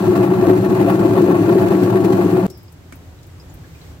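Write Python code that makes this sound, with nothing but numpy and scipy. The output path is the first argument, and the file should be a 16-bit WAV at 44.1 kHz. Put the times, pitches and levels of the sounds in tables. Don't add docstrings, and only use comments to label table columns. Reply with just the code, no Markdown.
import sys
import numpy as np
from scipy import signal
from scipy.fft import rfft, irfft
from scipy.io import wavfile
from scipy.ndimage import uniform_filter1d

SR = 44100
rng = np.random.default_rng(int(sys.argv[2]) if len(sys.argv) > 2 else 0)


def int16_out(signal):
    q = np.round(np.clip(np.atleast_2d(signal).T, -1, 1) * 32767)
    wavfile.write(sys.argv[1], SR, q.astype(np.int16))


N = 176400
STOP_S, CUTOFF_HZ = 2.466, 15850
THROB_BELOW_HZ, KNOCK_ABOVE_HZ = 250, 500
CENTRED = [(1, 0)]


def from_db(db):
    return 10 ** (np.asarray(db) / 20)


def unit_rms(x):
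    return x / np.sqrt(np.mean(x ** 2) + 1e-20)


def times():
    return np.arange(N) / SR


def white():
    return rng.standard_normal((2, N))


def level(rows):
    return from_db(np.interp(times(), *np.transpose(rows)))


def at_hz(points, hz):
    known_hz, values = np.transpose(points)
    return np.interp(np.log(hz), np.log(known_hz), values)


def pan(balance_db):
    return from_db(np.array([[balance_db], [-balance_db]]) / 2)


def resonate(x, hz, width_hz):
    r = np.exp(-np.pi * width_hz / SR)
    return signal.lfilter([1, 0, -1], [1, -2 * r * np.cos(2 * np.pi * hz / SR), r * r], x + 1e-18)


def burst(start_s, decay_s):
    age = times() - start_s
    return (age >= 0) * np.exp(-np.maximum(age, 0) / decay_s)


def swells(events, rise_s, fall_s, bed_db, lead_s=0):
    t, power = times(), from_db(bed_db) ** 2
    for peak_s, db in events:
        age = t - peak_s + lead_s
        falloff = np.minimum(np.maximum(-age / rise_s, age / fall_s), 20)
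        power = power + from_db(db) ** 2 * np.exp(-2 * falloff)
    return np.sqrt(power)


def contacts(per_s, spread_db=0):
    sizes = from_db(spread_db * np.minimum(rng.exponential(1, N), 4))
    return sizes * (rng.random(N) < per_s / SR)


def patter(per_s, spread_db, decay_s, bed):
    energy = contacts(per_s, spread_db) ** 2 + 1e-18
    power = signal.lfilter([1], [1, -np.exp(-2 / (decay_s * SR))], energy)
    return unit_rms(np.sqrt(power / power.mean() + bed ** 2))


# frequency_hz, balance_db
MIC_BALANCE = [(110, -0.5), (380, 28.5), (650, -1), (950, 6.5), (2400, 1), (4400, 2), (8300, 2.5),
               (10500, 11.5), (15000, 9)]
# frequency_hz, correlation
MIC_CORRELATION = [(100, 0.98), (400, 0.63), (900, 0.49), (1600, 0.033), (3000, -0.07), (8000, -0.065)]
def coloured(pair, spectrum, balance=MIC_BALANCE):
    hz = np.maximum(np.fft.rfftfreq(N, 1 / SR), 1)
    correlation = np.clip(at_hz(MIC_CORRELATION, hz), -1, 1)
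    mid, side = rfft(pair)
    signs = np.array([[1], [-1]])
    stereo = np.sqrt(1 + correlation) * mid + signs * np.sqrt(1 - correlation) * side
    gain = from_db(at_hz(spectrum, hz) + signs * at_hz(balance, hz) / 2)
    return unit_rms(irfft(stereo * gain * (hz < CUTOFF_HZ), N))


# frequency_hz, relative_db
RUMBLE_SPECTRUM = [(25, -26), (48, -10.5), (86, 0), (115, -7), (168, -6.5), (193, -21), (285, -13.5),
                   (400, -20), (1140, -29.5), (3300, -39), (9500, -47)]
HISS_SPECTRUM = [(500, -5), (1500, 1.5), (4500, -4), (8300, -5), (9500, -23), (12000, -7), (15500, -10)]
# time_s, level_db
RUMBLE_LEVEL = [(2.5, -40.5), (2.74, -42), (2.9, -39.5), (3.07, -39), (3.22, -41), (3.52, -37.5),
                (3.79, -40), (3.91, -37), (4, -41)]
HISS_LEVEL = [(2.5, -57.5), (2.8, -58), (3.6, -56), (3.85, -51), (4, -57.5)]
def background():
    rumble = level(RUMBLE_LEVEL) * coloured(white(), RUMBLE_SPECTRUM, CENTRED)
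    return rumble + level(HISS_LEVEL) * coloured(white(), HISS_SPECTRUM, CENTRED)


# frequency_hz, relative_db
BRIGHT_SPECTRUM = [(1500, 11.5), (3000, 3.5), (4300, 2.5), (6400, -3.5), (8300, -0.5), (9500, -9.5),
                   (11500, -5), (13500, -4), (15500, -5)]
def bright_noise(pair, balance=MIC_BALANCE):
    return coloured(pair, BRIGHT_SPECTRUM, balance)


# start_s, level_db, low_edge_hz
TICKS = [(2.5, -38.5, 5130), (2.574, -45, 11000), (2.629, -48, 12500), (2.723, -48.5, 7500),
         (2.956, -46, 11500), (3.23, -48.5, 4000), (3.267, -50, 10500), (3.54, -44, 10500)]
def water_ticks():
    noise = pan(9) * bright_noise(white(), CENTRED)
    out = 0
    for start_s, db, edge_hz in TICKS:
        tick = signal.sosfilt(signal.butter(4, edge_hz, "high", fs=SR, output="sos"), noise)
        out += from_db(db) * burst(start_s, decay_s=0.01) * unit_rms(tick)
    return out


# start_s, pitch_hz, level_db, decay_s
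DRIPS = [(2.502, 5390, -45.5, 0.051), (2.545, 5030, -52, 0.079), (2.681, 5050, -47, .008),
         (2.925, 2280, -39, .008), (3.188, 3900, -54, .012), (3.399, 5080, -43, 0.014),
         (3.498, 6940, -45, .01), (3.642, 1660, -45, 0.016), (3.748, 2430, -46, .015),
         (3.815, 4100, -44, .01)]
def drips():
    out = 0
    for start_s, hz, db, decay_s in DRIPS:
        pitch_hz = hz * (1 + 0.032 * unit_rms(uniform_filter1d(white(), size=60)))
        out += from_db(db) * burst(start_s, decay_s) * np.sin(2 * np.pi * np.cumsum(pitch_hz, axis=1) / SR)
    return out


# frequency_hz, relative_db
SETTLE_SPECTRUM = [(150, 1), (330, 16), (700, -19), (1400, 1), (2400, -2), (3500, -16), (8000, -9),
                   (15000, -21)]
def settling_root(start_s=2.924):
    crack = from_db(-33) * burst(start_s, decay_s=0.0024)
    body = from_db(-38.5) * burst(start_s, decay_s=0.02)
    return (crack + body) * coloured(white(), SETTLE_SPECTRUM, CENTRED)


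# pitch_hz, bandwidth_hz, relative_db, balance_db
DRUM_MODES = [(67, 5.9, -30.5, 5), (109.8, 13, -9, -0.5), (131.7, 16, -13.5, -1), (179, 26, -10, 5.5),
              (191.6, 14.6, -4, -1.5), (296.4, 16.6, -7, 3.5), (340.2, 18.2, -5.5, 5.5),
              (368.8, 12, -2.5, 4), (539, 17, -16.5, 0), (671.6, 24.6, -14, 1), (793, 20, -25, 8),
              (1111.7, 9, -24.5, 7), (1316, 30, -31, -4), (1542, 10, -36.5, -6)]
def drum(force, low_hz=0, high_hz=CUTOFF_HZ):
    wander_share, right_lag_s = 0.00495, 0.00015
    t, hits, out = times(), force * contacts(per_s=900), 0
    for hz, width_hz, db, balance_db in DRUM_MODES:
        if low_hz <= hz < high_hz:
            ring = resonate(hits * rng.choice([-1, 1], N), hz, width_hz)
            wander = wander_share * unit_rms(uniform_filter1d(rng.standard_normal(N), size=3000))
            ring = np.interp(t + np.cumsum(wander - wander.mean()) / SR, t, ring)
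            ring = resonate(ring, hz, hz * 0.39)
            out = out + pan(balance_db) * from_db(db) * unit_rms(ring)
    left, right = out
    return unit_rms(np.array([left, np.interp(t - right_lag_s, t, right)]))


def driven_drum(force, low_hz, high_hz):
    build_up_s, clump_s, evenness = 0.011, 0.046, 0.77
    early_force = np.interp(times() + build_up_s, times(), force)
    body = drum(early_force, low_hz, high_hz) * np.sqrt(np.mean(force ** 2))
    window = np.hanning(int(2 * clump_s * SR))
    force_power = signal.fftconvolve(force ** 2, window, "same")
    body_power = signal.fftconvolve(np.mean(body ** 2, axis=0), window, "same")
    return body * (force_power / body_power) ** (evenness / 2)


def ring_out():
    return from_db(-34.5) * burst(start_s=2.481, decay_s=0.07) * drum(1)


def stop_click():
    return from_db(-21) * burst(STOP_S, decay_s=0.0008) * bright_noise(white())


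def cavity(pair, echo_gain, t60_s=0.076):
    t = np.arange(int(t60_s * SR)) / SR
    echoes = white()[:, :len(t)] * from_db(-60 * t / t60_s)
    tail = signal.fftconvolve(pair, echoes / np.sqrt(np.sum(echoes ** 2) / 2), axes=1)[:, :N]
    return (pair + echo_gain * tail) / np.sqrt(1 + echo_gain ** 2)


# start_s, level_db, balance_db
SLAPS = [(1.222, -47, -8), (1.424, -46, 11), (1.685, -33, -12)]
def slapping():
    envelope = sum(from_db(db) * pan(balance_db) * burst(start_s, decay_s=0.005)
                   for start_s, db, balance_db in SLAPS)
    return envelope * bright_noise(white(), CENTRED)


# time_s, relative_db
SCRAPES = [(0.17, -34.5), (0.234, -36), (0.515, -35), (0.695, -35.5), (0.809, -34), (0.952, -34),
           (0.997, -34.5), (1.058, -34), (1.141, -34), (1.224, -34), (1.424, -33.5), (1.686, -40),
           (1.812, -38), (1.839, -33), (2.051, -32), (2.131, -30.5)]
def rasping():
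    roughness = patter(per_s=120, spread_db=-0.5, decay_s=0.013, bed=0.69)
    grit = from_db(-31) * unit_rms(white() * contacts(per_s=260))
    rasp = bright_noise(cavity(roughness * (white() + grit), echo_gain=0.65))
    force = swells(SCRAPES, rise_s=0.006, fall_s=0.015, bed_db=-38.5, lead_s=0.0037)
    return from_db(2.5) * force * rasp


# peak_s, relative_db
KNOCKS = [(0.159, -22), (0.235, -21.5), (0.314, -26), (0.43, -22.5), (0.469, -18.5), (0.508, -20.5),
          (0.815, -23), (0.89, -16.5), (1.04, -18.5), (1.171, -18), (1.273, -27.5), (1.303, -24.5),
          (1.35, -21.5), (1.494, -24.5), (1.53, -23.5), (1.585, -26), (1.624, -23.5), (1.719, -21),
          (1.902, -28), (1.959, -23.5), (2.105, -23), (2.218, -23), (2.375, -26)]
# frequency_hz, relative_db
KNOCK_SPECTRUM = [(50, -38), (490, -27), (620, 6), (950, 1), (1300, -13.5), (1700, -11.5), (2050, -20),
                  (2450, -16), (3200, -28), (6000, -36.5)]
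def knocking():
    impacts = white() * patter(per_s=260, spread_db=0.5, decay_s=0.002, bed=0.34)
    force = swells(KNOCKS, rise_s=0.022, fall_s=0.022, bed_db=-27.5)
    wall = from_db(-1.5) * driven_drum(force, KNOCK_ABOVE_HZ, CUTOFF_HZ)
    roots = from_db(-1) * force * coloured(cavity(impacts, echo_gain=1), KNOCK_SPECTRUM)
    return wall + roots


def throbbing():
    rib_rate_hz, first_rib_s = 9.75, 0.09
    mean_db, swing_db, bass_cut_hz = -18.5, 3.4, 72
    heave = np.cos(2 * np.pi * rib_rate_hz * (times() - first_rib_s))
    throb = driven_drum(from_db(mean_db + swing_db * heave), 0, THROB_BELOW_HZ)
    return signal.sosfilt(signal.butter(2, bass_cut_hz, "high", fs=SR, output="sos"), throb)


# peak_s, relative_db
THUMPS = [(0.098, -4.5), (0.137, -9), (0.196, -5), (0.239, -10), (0.317, -7.5), (0.433, -5), (0.484, -5),
          (0.508, -2), (0.566, -7.5), (0.649, -11), (0.725, -7), (0.805, -5.5), (0.855, -8), (0.933, -10.5),
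          (0.96, -9), (1.004, -12), (1.039, -10.5), (1.059, -6.5), (1.117, -8), (1.183, -7), (1.217, -2.5),
          (1.247, -8), (1.297, -4), (1.324, -9), (1.359, -10.5), (1.412, -5.5), (1.495, -4.5), (1.526, -7),
          (1.567, -3), (1.615, -9.5), (1.655, -9), (1.714, -8), (1.761, -5.5), (1.836, -6), (1.876, -9.5),
          (1.955, -5.5), (2.003, -10), (2.057, -6), (2.115, -5.5), (2.2, -7.5), (2.263, -6), (2.335, -8.5),
          (2.362, -17), (2.389, -8)]
def thumping():
    force = swells(THUMPS, rise_s=0.013, fall_s=0.014, bed_db=-16)
    return from_db(-2.04) * driven_drum(force, THROB_BELOW_HZ, KNOCK_ABOVE_HZ)


def scene(stop_fade_s=0.0018):
    running = np.clip((STOP_S - times()) / stop_fade_s, 0, 1)
    din = throbbing() + thumping() + knocking() + rasping() + slapping()
    click = stop_click()
    quiet = ring_out() + water_ticks() + drips() + settling_root() + background()
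    return running * din + click + (1 - running) * quiet


def record(dry):
    rounded = 1.5 * np.tanh(dry / 1.5)
    return signal.sosfilt(signal.ellip(10, .1, 80, CUTOFF_HZ, fs=SR, output="sos"), rounded)


dry = scene()
out = record(dry)
int16_out(out)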